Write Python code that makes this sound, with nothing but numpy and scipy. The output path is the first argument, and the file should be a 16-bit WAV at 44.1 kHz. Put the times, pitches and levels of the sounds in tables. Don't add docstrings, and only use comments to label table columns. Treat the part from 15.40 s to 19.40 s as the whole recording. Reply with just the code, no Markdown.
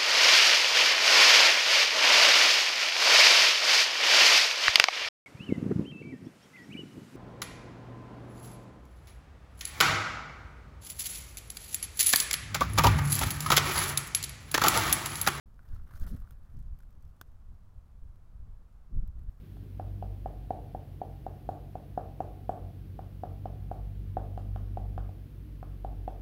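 import sys
import numpy as np
from scipy import signal
from scipy.fft import rfft, irfft
from scipy.io import wavfile
from scipy.ndimage import uniform_filter1d

SR = 44100
rng = np.random.default_rng(int(sys.argv[2]) if len(sys.argv) > 2 else 0)


def digitize_waveform(pressure):
    field = np.atleast_2d(pressure).T
    bounded = np.clip(field, -1, 1)
    quanta = np.round(bounded * 32767).astype(np.int16)
    wavfile.write(sys.argv[1], SR, quanta)


N = 176400


# frequency_hz, gain_db
RUMBLE_SPECTRUM = [(10, -1.5), (25, 1), (40, -2), (60, -5), (90, -11), (130, -18.5), (200, -33), (400, -64),
                   (1500, -120)]
EDDY_SPECTRUM = [(50, -14), (100, -1.5), (150, -0.5), (220, -5), (300, -15.5), (420, -22), (700, -42),
                 (1500, -75), (4000, -110)]
# peak_s, half_length_s, rumble_db, eddy_db
MIC_GUSTS = [(0.338, 0.028, -35.5, -57), (0.415, 0.049, -41, -63), (0.543, 0.034, -38, -62),
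             (0.62, 0.0081, -27.5, -44.5), (0.669, 0.019, -32, -48), (0.731, 0.019, -36.5, -39),
             (0.8, 0.047, -42, -60), (0.934, 0.019, -41.5, -68), (1.185, 0.048, -39, -57.5),
             (1.276, 0.02, -39.5, -66), (1.33, .018, -36.5, -74), (1.665, 0.028, -44.5, -71),
             (1.94, 0.019, -45, -63.5), (2.112, 0.037, -42.5, -67.5), (2.38, 0.016, -43, -83),
             (2.648, 0.043, -44.5, -68.5), (3.055, 0.095, -42.5, -69.5), (3.53, 0.024, -41, -53),
             (3.577, 0.024, -28.5, -46), (3.634, 0.0076, -32.5, -46), (3.68, 0.036, -39, -63),
             (3.808, 0.059, -39, -59), (3.887, 0.0086, -32, -55)]

def wind(t, breeze_rumble_db=-50, breeze_eddy_db=-69, flutter_db=2.5, flutter_hz=29.72):
    rumble_power, eddy_power = undb(breeze_rumble_db) ** 2, undb(breeze_eddy_db) ** 2
    for peak_s, half_length_s, rumble_db, eddy_db in MIC_GUSTS:
        swell = bell(t, peak_s, half_length_s)
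        rumble_power += (swell * undb(rumble_db)) ** 2
        eddy_power += (swell * undb(eddy_db)) ** 2
    rumble = np.sqrt(rumble_power) * noise(RUMBLE_SPECTRUM)
    eddies = np.sqrt(eddy_power) * noise(EDDY_SPECTRUM)
    return rumble + eddies * undb(flutter_db * wander(flutter_hz))


# frequency_hz, gain_db
SNAP_SPECTRUM = [(1500, 6), (3300, -0.5), (5500, 2.5), (8000, -1.5), (11000, 1), (14300, 5), (16000, -4.5)]
# pitch_hz, gain_db, t60_s
PLASTIC_MODES = [(402, -24, 0.021), (765, -14, 0.02), (1190, -4, 0.011), (1496, -1, 0.015),
                 (3490, -3, 0.0043), (5300, -5, 0.0058), (11840, -10, 0.012), (14600, -11, .008)]
# start_s, level_db
CLICK_CRACKS = [(1.8118, -62), (1.8130, -41), (1.8141, -39.5)]

def plastic_click(ring_start_s=1.8136, ring_db=-37.5, tail_gain_db=-19):
    out = np.zeros(N)
    ringing = sum(undb(gain_db) * ring(pitch_hz, t60_s) for pitch_hz, gain_db, t60_s in PLASTIC_MODES)
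    add(out, ring_start_s, undb(ring_db) * ringing)
    for start_s, level_db in CLICK_CRACKS:
        crack = burst(SNAP_SPECTRUM, decay_s=0.00058)
        tail = undb(tail_gain_db) * burst(SNAP_SPECTRUM, decay_s=0.0051)
        add(out, start_s, undb(level_db) * (crack + tail))
    return out


# frequency_hz, gain_db
SCRATCH_SPECTRUM = [(1200, 10), (2300, -6), (3300, 0.5), (4300, 1), (5500, -1.5), (8000, -4.5),
                    (10500, 0.5), (13800, 2.5), (16000, -0.5)]
BODY_SPECTRUM = [(300, -16), (600, -5), (950, -10.5), (1250, -1.5), (1520, -2.5), (1850, -8.5),
                 (2300, -19.5), (4000, -27), (12000, -62)]
# time_s, scratch_db, body_db
BRUSH_LEVELS = [(0.25, -81.5, -74.5), (0.34, -75, -68.5), (0.39, -80, -74), (0.45, -85, -77),
                (0.50, -77.5, -68), (0.56, -67, -66), (0.59, -72.5, -69), (0.636, -61, -58.5),
                (0.657, -75.5, -62.5), (0.681, -60.5, -62), (0.73, -70.5, -65.5), (0.79, -73, -69.5),
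                (0.84, -82.5, -73.5), (1.0, -89, -83.5), (1.1, -88, -76.5), (1.24, -88.5, -84),
                (1.35, -95, -97), (3.5, -110, -110), (3.82, -89, -83)]

def rustle(t, fade_in_s=0.26, flicker_db=2.5, flicker_hz=89.83, catch_db=2.35, catch_hz=151.5):
    def slips():
        return grains(per_s=1500, spread_db=2) * undb(flicker_db * wander(flicker_hz))

    fibres = np.zeros(N)
    for hz in np.geomspace(2400, 14500, num=10):
        band = [(hz / 2, -30), (hz / 1.15, -6), (hz, 0), (hz * 1.15, -6), (hz * 2, -30)]
        fibres += np.sqrt(hz) * colour(slips(), band)
    time_s, scratch_db, body_db = np.array(BRUSH_LEVELS).T
    scratch = undb(np.interp(t, time_s, scratch_db)) * colour(fibres, SCRATCH_SPECTRUM)
    body = undb(np.interp(t, time_s, body_db)) * colour(slips(), BODY_SPECTRUM)
    contact = np.minimum(t / fade_in_s, 1) ** 2
    return contact * (scratch + body) * undb(catch_db * wander(catch_hz))


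# start_s, snap_db, snap_centre_hz, knock_db
HANDLING_TICKS = [(0.1925, -73, 1900, -48), (0.288, -67, 5000, -81), (0.3466, -63, 13000, -74),
                  (0.3639, -73, 3000, -50.5), (0.396, -78, 3000, -56), (0.5378, -67.5, 1900, -49),
                  (0.598, -55.5, 12900, -70), (0.64, -59, 4200, -64), (0.666, -55, 12000, -54),
                  (0.7643, -60, 9500, -74), (0.771, -74, 3000, -58), (0.802, -62, 12000, -73),
                  (0.8485, -79, 4000, -61.5), (0.8746, -72, 3600, -53), (0.9085, -55.5, 12300, -55),
                  (0.923, -63, 13500, -68), (1.169, -67.5, 5470, -84), (1.190, -66, 9800, -74),
                  (1.201, -67, 7500, -76), (1.227, -69, 5940, -86), (1.389, -64, 11600, -73),
                  (1.404, -64.5, 9000, -56.5), (1.433, -71, 11000, -58.5), (1.5054, -66.5, 13000, -82),
                  (1.624, -66.5, 8400, -82), (1.651, -68, 5500, -79), (1.678, -71.5, 13500, -84),
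                  (1.765, -72, 9000, -82), (2.758, -72, 3200, -74), (3.325, -75, 12000, -80),
                  (3.563, -70.5, 3200, -71), (3.6758, -62.5, 13100, -72), (3.792, -67.5, 2600, -64),
                  (3.817, -76, 13000, -82), (3.835, -73, 11000, -82)]

def ticks(knock_hz=1395, pitch_spread=0.075):
    out = np.zeros(N)
    pitches_hz = knock_hz * (1 + pitch_spread * rng.standard_normal(len(HANDLING_TICKS)))
    for (start_s, snap_db, snap_centre_hz, knock_db), pitch_hz in zip(HANDLING_TICKS, pitches_hz):
        spectrum = with_resonance(SNAP_SPECTRUM, snap_centre_hz)
        add(out, start_s, undb(snap_db) * burst(spectrum, decay_s=0.0029))
        add(out, start_s, undb(knock_db) * ring(pitch_hz, t60_s=0.015))
    return out


def crackle(t, level_db=-86.5, decay_s=0.001):
    impulses = abs(grains(per_s=76, spread_db=2.6))
    decays = signal.lfilter([1], [1, -np.exp(-1 / (decay_s * SR))], impulses)
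    swell = bell(t, centre=1.12, width=1)
    return undb(level_db) * swell * unit(decays * noise(SNAP_SPECTRUM))


# frequency_hz, gain_db
HUSH_SPECTRUM = [(150, -5.5), (300, -5.5), (500, -4), (800, -5.5), (1200, -6), (1500, -10.5), (1950, -17.5),
                 (2700, -21), (4500, -24), (8000, -27), (12000, -27.5), (15800, -29.5)]

def hush(level_db=-73):
    return noise(HUSH_SPECTRUM) * undb(level_db)


def undb(db):
    return 10 ** (np.asarray(db) / 20)


def unit(x):
    return x / np.sqrt(np.mean(x ** 2))


def bell(x, centre, width):
    return np.exp(-((x - centre) / width) ** 2 / 2)


def colour(x, spectrum):
    hz, db = np.array(spectrum, float).T
    bins_hz = np.maximum(np.fft.rfftfreq(len(x), 1 / SR), 1)
    gain = undb(np.interp(np.log(bins_hz), np.log(hz), db))
    return unit(irfft(rfft(x) * gain, len(x)))


def with_resonance(spectrum, centre_hz, boost_db=4.5, width_octaves=0.26):
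    hz, db = np.array(spectrum, float).T
    grid_hz = np.geomspace(500, SR / 2, num=60)
    bump_db = boost_db * bell(np.log2(grid_hz), np.log2(centre_hz), width_octaves)
    return np.column_stack([grid_hz, np.interp(np.log(grid_hz), np.log(hz), db) + bump_db])


def noise(spectrum):
    return colour(rng.standard_normal(N), spectrum)


def wander(rate_hz):
    hold = max(int(SR / rate_hz), 2)
    steps = rng.standard_normal(N)[np.arange(N) // hold]
    return unit(uniform_filter1d(steps, hold))


def grains(per_s, spread_db):
    hits = rng.random(N) < per_s / SR
    size = np.minimum(rng.exponential(size=N), 2 * np.e)
    sign = np.sign(rng.standard_normal(N))
    return hits * sign * undb(spread_db * size)


def ages():
    return np.arange(4096) / SR


def ring(pitch_hz, t60_s):
    return np.exp(-np.log(1000) * ages() / t60_s) * np.sin(2 * np.pi * pitch_hz * ages())


def burst(spectrum, decay_s):
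    return colour(rng.standard_normal(len(ages())), spectrum) * np.exp(-ages() / decay_s)


def add(out, start_s, sound):
    i = int(np.clip(start_s * SR, 0, N))
    out[i:i + len(sound)] += sound[:N - i]


def scene():
    t = np.arange(N) / SR
    return (wind(t) + rustle(t) + ticks() + crackle(t) + plastic_click() + hush())[None]


def record(dry, open_s=0.058, ramp_s=0.0016, top_hz=15850):
    opened = np.clip((np.arange(N) / SR - open_s) / ramp_s, 0, 1)
    low_pass = signal.ellip(10, 0.1, 70, top_hz, fs=SR, output="sos")
    return signal.sosfilt(low_pass, dry * opened)


dry = scene()
out = record(dry)
digitize_waveform(out)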